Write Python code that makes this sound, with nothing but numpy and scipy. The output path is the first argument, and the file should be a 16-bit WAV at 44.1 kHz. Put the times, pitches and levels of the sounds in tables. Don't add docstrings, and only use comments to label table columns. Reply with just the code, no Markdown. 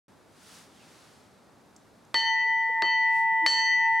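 import sys
import numpy as np
from scipy import signal
from scipy.fft import rfft, irfft
from scipy.io import wavfile
from scipy.ndimage import uniform_filter1d

SR = 44100
rng = np.random.default_rng(int(sys.argv[2]) if len(sys.argv) > 2 else 0)


def generate_wav(signal):
    frames = np.transpose(np.atleast_2d(signal))
    scaled = np.clip(frames, -1, 1) * 32767
    pcm = np.round(scaled).astype(np.int16)
    wavfile.write(sys.argv[1], SR, pcm)


N = 176400
T = np.arange(N) / SR
BIN_HZ = np.arange(N // 2 + 1) * SR / N
EARS = np.array([[1], [-1]])

# (frequency [Hz], coherence [0-1])
COHERENCE = [(60, .68), (250, .75), (1000, .7), (4000, 0.8), (12000, .8)]
# (frequency [Hz], relative density [dB])
ROOM_TONE_SPECTRUM = [(15, -60), (25, -34.5), (92, -11), (212, -8), (249, -8), (384, -12), (503, -13),
                      (840, -15), (1400, -19.5), (3080, -31), (3720, -28.5), (10700, -37), (16000, -49.5)]
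# (frequency [Hz], relative density [dB])
SLEEVE_SPECTRUM = [(200, 13.5), (600, 7.5), (1300, 3.5), (2500, -8.5), (4500, -14.5), (7000, -23),
                   (10000, -30.5), (15000, -49.5)]
# (peak time [s], level [dB], rise [s], fall [s], spectral tilt [dB/octave])
SWISHES = [(.56, -52.5, 0.12, 0.068, 9), (.95, -58, 0.22, 0.22, 7.5), (3.168, -57.5, 0.043, .05, 10)]
# (time [s], frequency [Hz], level [dB])
SQUEAK_GLIDE = [(.7, 3500, -75), (.77, 3300, -64.5), (.82, 2580, -68), (.9, 2120, -76)]
# (time [s], level [dB])
CHAIN_TICKS = [(1.7632, -48), (2.05, -63)]
# (frequency [Hz], relative density [dB])
TICK_SPECTRUM = [(1500, -27), (4000, -19.5), (6000, -4), (7500, -2.5), (9500, -14.5), (12000, -29)]
# (time [s], frequency [Hz], level [dB], half-width [s])
KNOCKS = [(2.466, 456, -53, 0.011), (2.7, 480, -44.5, 0.0071), (3.172, 140, -58.5, 0.0087),
          (3.257, 190, -57.5, .012), (3.33, 185, -54, .008), (3.445, 320.5, -40.5, .02),
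          (3.93, 110, -57, 0.006)]
# (frequency [Hz], relative density [dB], T60 [s])
CLANG_SPECTRUM = [(150, -19.5, .4), (408, -4, 0.95), (1000, -9, 1), (2000, -2.5, 1), (3000, -3, 0.81),
                  (4400, -1, 0.54), (5500, -4.5, .6), (7800, -8, .6), (10000, -18.5, .5), (15000, -39, .3)]
# (frequency [Hz], relative density [dB])
THUD_SPECTRUM = [(30, -25.5), (100, -14.5), (200, -7.5), (400, 0.5), (600, -5.5), (1200, 0), (4000, -62.5)]
# (frequency [Hz], relative density [dB])
CLACK_SPECTRUM = [(300, -26), (600, -2), (1000, 3), (2000, 6.5), (3000, -3), (4400, 2.5), (6000, -14.5),
                  (9000, -18), (12000, -24.5), (16000, -29)]
# (time [s], tilt [deg])
SWING = [(2.0, 29.5), (2.2, 27.5), (2.35, 16), (2.5, -24), (2.63, -16), (2.78, -15), (2.97, 4),
         (3.25, 14.5), (3.5, -10.5), (3.72, -1.5), (3.87, 6), (4.0, 18)]
# (time [s], ring gain [dB], brightness [Hz], clack and clang gain [dB], thud gain [dB])
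STRIKES = [(2.143, -0.54, 4440, -0.5, -5.5), (2.8221, -3.3, 3500, -8.5, 0.5), (3.463, .5, 7950, 0, -7)]
# (frequency [Hz], pan L-R [dB], left ear's lead [rad])
LONG_TONES = [(900.1, -2.4, .3), (1977, 2, 0.23)]
# (time [s], lower tone [dB], upper tone [dB])
LONG_LEVELS = [(2.16, -33, -27.5), (2.204, -35, -34), (2.316, -28.5, -27), (2.402, -36, -25.5),
               (2.53, -30, -25.5), (2.748, -33, -29), (2.798, -28, -30.5), (2.834, -30, -26.5),
               (3.072, -30.5, -23.5), (3.224, -26.5, -26.5), (3.456, -28, -26.5), (3.488, -38.5, -36.5),
               (3.518, -32, -31.5), (3.63, -30, -27), (3.74, -40.5, -22), (3.816, -30.5, -24),
               (3.892, -25, -25.5), (3.98, -28, -26)]
# (frequency [Hz], level [dB], T60 [s], twin's offset [Hz],
# twin's amplitude [ratio], pan L-R [dB], wall echo [ratio], lobe spacing [deg], lobe direction [deg])
PARTIALS = [ (1811, -33, 6.8, 7.75, 0.49, 0.5, 0.1, 42, -12),
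            (2630, -52.5, 2, 2.4, .14, 3.5, 0.83, 40, 3.5), (3061, -33, 1.58, 1.86, 0.1, 4, .5, 24.4, 0),
            (4312, -33.5, 0.73, 37, 0.27, 4, .4, 29, 11.5),
            (4448, -26, 0.79, 14, 0.071, 0, 0.48, 39, -10.5), (4637, -41, .9, 15, 0.34, 3.5, 0.33, 35, 10),
            (5550, -53.5, 0.64, 7.1, 0.39, -2, .5, 27, -6.5),
            (6063, -36.5, 0.97, 4.6, 0.17, -0.5, 0.53, 21, 0.5),
            (6460, -52, 0.94, 5, .3, -1.5, .5, 14, -11.5), (7490, -53.5, 0.58, 192, .8, 7, .4, 25, -4.5),
            (7840, -42, 0.29, 15, .3, 0, .4, 25, -18), (7600, -45.5, 0.53, 56, .7, 1, 0.45, 28, -6),
            (9600, -56, 0.61, 100, .9, 5.5, .4, 20, -10.5), (9730, -56, .35, 20, .6, -1.5, .4, 20, -8.5)]


def from_db(db):
    return 10 ** (np.asarray(db) / 20)


def at_hz(table, hz, column=1):
    table = np.array(table)
    return np.interp(np.log(hz + 1e-9), np.log(table[:, 0]), table[:, column])


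def decay(start, t60):
    return (T >= start) * np.exp(-np.log(1000) * np.maximum(T - start, 0) / t60)


def noise(spectrum, tilt_db=0, direct=False):
    mid, side = rfft(rng.standard_normal((2, N)))
    coherence = 1 if direct else at_hz(COHERENCE, BIN_HZ)
    colour = from_db(at_hz(spectrum, BIN_HZ) + tilt_db * np.log2(BIN_HZ + 1))
    low_cut = BIN_HZ ** 2 / (BIN_HZ ** 2 + (spectrum[0][0] / 2) ** 2)
    stereo = np.sqrt(1 + coherence) * mid + np.sqrt(1 - coherence) * side * EARS
    x = irfft(colour * low_cut * stereo, N)
    return x / x.std()


def contact_gain(hz, bright_hz):
    return 1 / np.sqrt(1 + (hz / bright_hz) ** 6)


def bell_tilt():
    return uniform_filter1d(np.interp(T, *np.transpose(SWING)), size=3000)


def room_tone(level_db=-57.5):
    return from_db(level_db) * noise(ROOM_TONE_SPECTRUM)


def sleeve():
    out = 0
    for peak, db, rise, fall, tilt_db in SWISHES:
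        width = np.where(T < peak, rise, fall)
        swell = np.exp(-((T - peak) / width) ** 2 / 2)
        out += from_db(db) * swell * noise(SLEEVE_SPECTRUM, tilt_db)
    return out


def squeak(roughness_hz=150):
    times, hz, db = np.transpose(SQUEAK_GLIDE)
    rough = signal.sosfilt(signal.butter(2, roughness_hz, fs=SR, output="sos"), rng.standard_normal(N))
    tone = np.sqrt(2) * np.sin(2 * np.pi * np.cumsum(np.interp(T, times, hz)) / SR)
    envelope = from_db(np.interp(T, times, db)) * (T > times[0]) * (T < times[-1])
    return envelope * tone * rough / rough.std()


def chain():
    envelope = sum(from_db(db) * decay(start, t60=.025) for start, db in CHAIN_TICKS)
    return envelope * noise(TICK_SPECTRUM, direct=True)


def pivot():
    return np.sqrt(2) * sum(from_db(db) * np.exp(-((T - time) / width) ** 2) * np.sin(2 * np.pi * hz * T)
                            for time, hz, db, width in KNOCKS)


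def reverberation(x, level_db=-10, t60=.57):
    response = (rng.standard_normal((2, N)) * decay(0, t60))[:, :SR]
    response /= np.sqrt(np.sum(response ** 2) / 2)
    return from_db(level_db) * signal.fftconvolve(x, response, axes=1)[:, :N]


def clang(gain_db=-39):
    wash, out = rfft(noise(CLANG_SPECTRUM)), 0
    edges_hz = np.geomspace(80, 16000, 17)
    for low, high in zip(edges_hz, edges_hz[1:]):
        centre = np.sqrt(low * high)
        t60 = at_hz(CLANG_SPECTRUM, centre, column=2)
        envelope = sum(from_db(db) * contact_gain(centre, bright_hz) * decay(start, t60)
                       for start, _, bright_hz, db, _ in STRIKES)
        out += envelope * irfft(wash * ((BIN_HZ >= low) & (BIN_HZ < high)), N)
    return from_db(gain_db) * out


def bracket(gain_db=-34):
    envelope = sum(from_db(gain_db + db) * decay(start, t60=.21) for start, *_, db in STRIKES)
    return envelope * noise(THUD_SPECTRUM)


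def clapper(gain_db=-16.5, contact_s=.002, tail_db=-16):
    clack, out = noise(CLACK_SPECTRUM, direct=True), 0
    for start, _, bright_hz, db, _ in STRIKES:
        pulse = (T >= start) * np.exp(-((T - start) / contact_s) ** 4)
        tail = from_db(tail_db) * decay(start, t60=.055)
        soften = signal.butter(2, 2 * bright_hz, fs=SR, output="sos")
        out += from_db(gain_db + db) * signal.sosfilt(soften, clack * (pulse + tail) + 1e-18)
    return out


def long_tones(attack_s=.001, doppler_rad_per_deg=.061):
    times, *levels = np.transpose(LONG_LEVELS)
    age = np.maximum(T - STRIKES[0][0], 0)
    doppler, out = doppler_rad_per_deg * bell_tilt(), 0
    for (hz, pan_db, lead), db in zip(LONG_TONES, levels):
        gain = np.sqrt(2) * from_db(np.interp(T, times, db) + EARS * pan_db / 2)
        out += gain * np.sin(2 * np.pi * hz * age + doppler + EARS * lead / 2)
    return out * (1 - np.exp(-age / attack_s))


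def bell_partials(attack_s=.00033, bloom_s=.016, choke_s=.008, flutter_db=2.5, flutter_per_s=30):
    angle = bell_tilt() + EARS * 1.3
    out = np.zeros((2, N))
    ends = [strike[0] for strike in STRIKES[1:]] + [T[-1]]
    for (start, strike_db, bright_hz, _, _), end in zip(STRIKES, ends):
        ringing = (T >= start) & (T < end + 10 * choke_s)
        age = T[ringing] - start
        onset = (1 - np.exp(-age / attack_s)) * (1 - .5 * np.exp(-age / bloom_s))
        choke = np.exp(-np.maximum(T[ringing] - end, 0) / choke_s)
        for hz, db, t60, split_hz, twin, pan_db, echo, lobe, facing in PARTIALS:
            pair = np.exp(2j * np.pi * hz * age) * (1 + twin * np.exp(2j * np.pi * split_hz * age))
            paths = 1 + echo * np.exp(2j * np.pi * (angle[:, ringing] - facing) / lobe)
            gain = np.sqrt(2) * from_db(strike_db + db + EARS * pan_db / 2) * contact_gain(hz, bright_hz)
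            flutter = np.interp(age * flutter_per_s, np.arange(256), rng.standard_normal(256))
            envelope = onset * choke * np.exp(-np.log(1000) * age / t60) * from_db(flutter_db * flutter)
            out[:, ringing] += gain * envelope * (pair * paths).imag
    return out


def scene():
    near = bell_partials() + pivot() + chain() + squeak()
    background = (sleeve() + room_tone()) * (T > .082)
    return background + near + reverberation(near) + long_tones() + clapper() + bracket() + clang()


def record(dry, cutoff_hz=16000):
    return signal.sosfilt(signal.ellip(10, .1, 80, cutoff_hz, fs=SR, output="sos"), dry)


dry = scene()
out = record(dry)
generate_wav(out)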